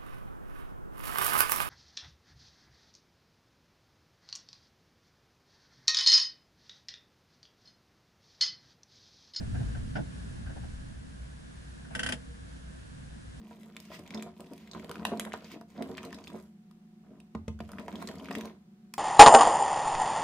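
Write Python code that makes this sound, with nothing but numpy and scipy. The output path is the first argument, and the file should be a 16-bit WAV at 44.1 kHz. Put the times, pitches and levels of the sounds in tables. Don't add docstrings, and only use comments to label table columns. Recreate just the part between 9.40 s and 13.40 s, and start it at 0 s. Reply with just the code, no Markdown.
import sys
import numpy as np
from scipy import signal
from scipy.fft import rfft, irfft
from scipy.io import wavfile
from scipy.ndimage import uniform_filter1d

SR = 44100
rng = np.random.default_rng(int(sys.argv[2]) if len(sys.argv) > 2 else 0)


def digitize_waveform(pressure):
    field = np.atleast_2d(pressure).T
    bounded = np.clip(field, -1, 1)
    quanta = np.round(bounded * 32767).astype(np.int16)
    wavfile.write(sys.argv[1], SR, quanta)


N = 176400

# t/s, steel level/dB, snap trim/dB, floor level/dB
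TOOTH_CLICKS = [(2.5508, -1, -1, 2.5), (2.593, 2, -3, 2.5), (2.6318, 1.5, -2, -4), (2.6624, 0.5, -0.5, 0),
                (2.6891, 0, 0, 4), (2.7226, -2.5, 4.5, 4)]
# f/Hz, level/dB, t60/s
LEVER_MODES = [(1531, 3, 0.037), (1660, 0, 0.026), (1846, -0.5, 0.039), (2000, -9, 0.026),
               (2730, -21, 0.049), (2724, -10.5, 0.059), (3030, -3.5, 0.056), (3240, -3, 0.036),
               (3510, -23, 0.046), (5050, -27, .035), (5700, -22, .04), (6910, -14.5, 0.072),
               (9640, -21.5, 0.029)]
# f/Hz, level/dB, t60/s
BRACKET_MODES = [(207, 1, 0.093), (253.6, 1.5, 0.23), (476, -17, 1), (503, -5.5, 0.2), (644, -1, 0.078),
                 (871, -5.5, 0.1)]
# f/Hz, level/dB
SNAP_EQ = [(300, -9.5), (750, -7.5), (1150, -10.5), (1600, -0.5), (2400, -5.5), (3100, -0.5), (4000, -13),
           (5000, -5), (6500, -11.5), (8300, -11.5), (9700, -7), (11000, -14)]
# f/Hz, level/dB
THUMP_EQ = [(30, -5), (70, -12), (120, 12.5), (260, 1.5), (380, -14.5), (700, -6), (1500, -51), (6000, -87)]
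LEVER_DB, SNAP_DB, THUMP_DB, BRACKET_DB = -31.5, -33, -39, -45.5
DRAG_LEAD_S, DRAG_DB, REBOUND_LAG_S, REBOUND_DB = 0.0021, -17.5, 0.009, -11
FLOOR_LAG_S, SEAT_LAG_S, SEAT_DB = 0.00715, 0.028, -1


def ratchet():
    steel, floor = np.zeros((2, 2, N))
    lever_phases, bracket_phases = rng.random(len(LEVER_MODES)), rng.random(len(BRACKET_MODES))
    for at, steel_db, snap_db, floor_db in TOOTH_CLICKS:
        for lag, hit_db in ((-DRAG_LEAD_S, DRAG_DB), (0, 0), (REBOUND_LAG_S, REBOUND_DB)):
            snap = amp(SNAP_DB + snap_db) * burst(SNAP_EQ, t60=0.054, attack=0.00026, width_db=-1)
            lever = amp(LEVER_DB) * ring(LEVER_MODES, lever_phases)
            add(steel, at + lag, amp(steel_db + hit_db) * (snap + lever))
        thump = amp(THUMP_DB + floor_db) * burst(THUMP_EQ, t60=0.11, attack=0.0042, width_db=0.5)
        bracket = amp(BRACKET_DB + floor_db) * ring(BRACKET_MODES, bracket_phases)
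        add(floor, at + FLOOR_LAG_S, thump + bracket)
    seated_at = TOOTH_CLICKS[-1][0] + SEAT_LAG_S
    add(floor, seated_at, amp(BRACKET_DB + SEAT_DB) * ring(BRACKET_MODES, bracket_phases))
    return cabin_reflections(steel) + floor


# t/s, level/dB
PULL_ENVELOPE = [(2.5, -82.5), (2.525, -57), (2.56, -51), (2.73, -53.5), (2.765, -64), (2.83, -71),
                 (2.9, -92)]
# f/Hz, level/dB
CABLE_EQ = [(150, -13), (400, -2), (750, -2.5), (1100, -4), (1600, 0), (2400, -5), (5000, -34),
            (11000, -12)]


def brake_cable():
    return noise(CABLE_EQ, size=N) * amp(curve(PULL_ENVELOPE) + 2.6 * wander(rate_hz=90))


# t/s, level/dB, clink trim/dB, boom trim/dB, attack/s
BODY_HITS = [(.003, -15.5, 1, 14.5, 0.0046), (.143, -12, 9, 12, 0.0092), (.198, -13, 1, 13.5, 0.0084),
             (.28, -16, 7, 9, 0.017), (.345, -13, 10, 11, 0.015), (.554, -3, 4.5, 3, 0.0024),
             (.565, 2, -10, 0, .002), (0.587, -12, 1, 16.5, 0.0016), (1.06, -12, 6.5, -3.5, 0.01),
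             (1.09, -9.5, 1, 8.5, 0.01), (1.16, -10.5, -3, 5, 0.0056), (1.233, -16, 4, 9, 0.0081),
             (2.447, -26, 13, 4, 0.0018), (2.508, -14.5, -2, -10, 0.0016)]
# f/Hz, level/dB
PANEL_EQ = [(100, -18), (300, -16), (480, -5), (690, 6.5), (830, 5.5), (1100, -16), (1600, -21),
            (3000, -20), (6000, -57), (11000, -60)]
# f/Hz, level/dB
CLINK_EQ = [(300, -36), (1100, -19), (1550, 7.5), (2100, -9.5), (3000, -8), (4000, -23), (5200, -9.5),
            (7000, -31), (11000, -40)]
PANEL_DB, CLINK_DB, BOOM_DB = -34.5, -38.5, -36
DULL_ABOVE_HZ, DULL_PER_OCTAVE = 1460, 0.66


def body_knocks():
    out = np.zeros((2, N))
    for at, db, clink_db, boom_db, attack in BODY_HITS:
        tilt = DULL_PER_OCTAVE * db
        tilted_eq = [(hz, level + tilt * max(np.log2(hz / DULL_ABOVE_HZ), 0)) for hz, level in CLINK_EQ]
        panel = amp(PANEL_DB) * burst(PANEL_EQ, t60=0.09, attack=attack, width_db=-4)
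        clink = amp(CLINK_DB + clink_db) * burst(tilted_eq, t60=0.11, attack=attack, width_db=-4)
        boom = amp(BOOM_DB + boom_db) * burst(THUMP_EQ, t60=0.18, attack=attack, width_db=0)
        add(out, at, amp(db) * (panel + clink + boom))
    return out


IDLE_ORDERS = (7, 8, 11, 16, 18, 22, 32)
IDLE_LEVELS = (2.5, 0.5, -11, -13, -3.5, -9, -14.5)
CYCLE_HZ, IDLE_DB, SPEED_DRIFT = 8.32, -51.5, 0.0059


def engine_idle():
    cycles = np.cumsum(CYCLE_HZ * (1 + SPEED_DRIFT * wander(rate_hz=3.004))) / SR
    partials = (amp(db + 1.4 * wander(rate_hz=6.97)) * np.sin(2 * np.pi * (order * cycles + rng.random()))
                for order, db in zip(IDLE_ORDERS, IDLE_LEVELS))
    return amp(IDLE_DB) * sum(partials)


# t/s, bass level/dB, drone level/dB
ROLL_ENVELOPE = [(0, -36.5, -45.5), (.2, -31.5, -41), (.42, -37, -45.5), (.75, -47.5, -46.5),
                 (1.1, -40.5, -50.5), (1.35, -44, -51), (1.55, -46.5, -51.5), (1.9, -51.5, -56),
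                 (2.5, -52.5, -53.5), (3.05, -55.5, -53.5), (3.65, -53, -55), (4, -52.5, -53)]
# f/Hz, level/dB
BASS_EQ = [(15, -17), (28, -1), (39, -20), (55, 5), (75, -3), (92, -3), (125, -5.5), (170, -19), (400, -87)]
# f/Hz, level/dB
DRONE_EQ = [(50, -38), (90, -3.5), (140, 1), (190, -1.5), (260, -6), (330, -23.5), (420, -21), (900, -70)]
# f/Hz, level/dB
HISS_EQ = [(210, -30), (350, 5.5), (371, -8.5), (454, -2), (495, 0), (572, -3.5), (651, -1.5), (730, -6),
           (1260, -7.5), (1690, 1), (1870, -6), (2320, -9.5), (9800, -14), (11000, -15.5), (14300, -118),
           (22000, -120)]
HISS_DB, HISS_FOLLOW, HISS_LOW_CUT_HZ = -59.5, 0.32, 300


def body_rumble():
    bass_db, drone_db = curve(ROLL_ENVELOPE, column=1), curve(ROLL_ENVELOPE, column=2)
    low_cut = signal.butter(2, HISS_LOW_CUT_HZ, "high", fs=SR, output="sos")
    hiss = signal.sosfilt(low_cut, noise(HISS_EQ, size=N))
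    bass = noise(BASS_EQ, size=N) * amp(bass_db)
    drone = noise(DRONE_EQ, size=N) * amp(drone_db + wander(rate_hz=24.89))
    hiss_db = HISS_DB + HISS_FOLLOW * (drone_db - np.median(drone_db)) + 0.46 * wander(rate_hz=11)
    return bass + drone + hiss * amp(hiss_db)


def cabin_reflections(direct, t60=0.1, wet_db=-7.5):
    echo = rng.standard_normal((2, SR // 2)) * decay(t60) * (1 - decay(0.014))
    echo /= np.sqrt(np.sum(echo ** 2, axis=1, keepdims=True))
    return direct + amp(wet_db) * signal.fftconvolve(direct, echo, axes=1)[:, :N]


def ring(modes, phases, attack=0.0004, scatter_db=2, detune=0.005, left_lag_s=0.0001):
    t = np.maximum(np.arange(SR // 2) / SR - np.array([[left_lag_s], [0]]), 0)
    scatter = rng.standard_normal((len(modes), 2))
    tone = 0
    for (hz, db, t60), (louder, sharper), phase in zip(modes, scatter, phases):
        cycles = hz * (1 + detune * sharper) * t + phase
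        tone += amp(db + scatter_db * louder) * decay(t60) * np.sin(2 * np.pi * cycles)
    return tone * (1 - np.exp(-t / attack))


def burst(eq, t60, attack, width_db):
    t = np.arange(SR // 2) / SR
    return noise(eq, size=SR // 2, width_db=width_db) * decay(t60) * (1 - np.exp(-t / attack))


# f/Hz, side minus mid level/dB
STEREO_WIDTH = [(60, -11), (110, -7.5), (190, -4.5), (290, 11.5), (600, 3), (1080, 7.5), (1900, 1),
                (3400, 3.5), (6100, -2.5), (10900, -6)]


def noise(eq, size, width_db=0):
    mid, side = rfft(rng.standard_normal((2, size))) * eq_gains(eq, size)
    side = side * eq_gains(STEREO_WIDTH, size) * amp(width_db)
    return irfft(np.array([mid + side, mid - side]), size) / irfft(mid, size).std()


def eq_gains(eq, size):
    hz, db = np.array(eq, float).T
    return amp(np.interp(np.log(np.fft.rfftfreq(size, 1 / SR) + 1), np.log(hz), db))


def curve(table, column=1):
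    rows = np.array(table, float)
    return np.interp(np.arange(N) / SR, rows[:, 0], rows[:, column])


def wander(rate_hz):
    hold = max(int(SR / rate_hz), 2)
    steps = rng.standard_normal(512)[np.arange(N) // hold % 512]
    drift = uniform_filter1d(uniform_filter1d(steps, hold), hold)
    return drift / drift.std()


def decay(t60):
    return np.exp(-np.log(1000) * np.arange(SR // 2) / SR / t60)


def amp(db):
    return 10 ** (np.asarray(db) / 20)


def add(out, at, sound):
    start = int(at * SR)
    out[:, start:start + sound.shape[1]] += sound[:, :N - start]


def scene():
    return body_rumble() + engine_idle() + body_knocks() + brake_cable() + ratchet()


# f/Hz, left minus right level/dB
PAN_CURVE = [(60, 1), (150, -2), (300, -3), (700, 1.5), (1500, 0), (11000, -0.2)]
HIGH_CUT_HZ = 11150


def record(dry):
    lean = np.sqrt(eq_gains(PAN_CURVE, N))
    panned = irfft(rfft(dry) * np.array([lean, 1 / lean]), N)
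    return signal.sosfilt(signal.ellip(12, 0.1, 80, HIGH_CUT_HZ, fs=SR, output="sos"), panned)


dry = scene()
out = record(dry)
digitize_waveform(out)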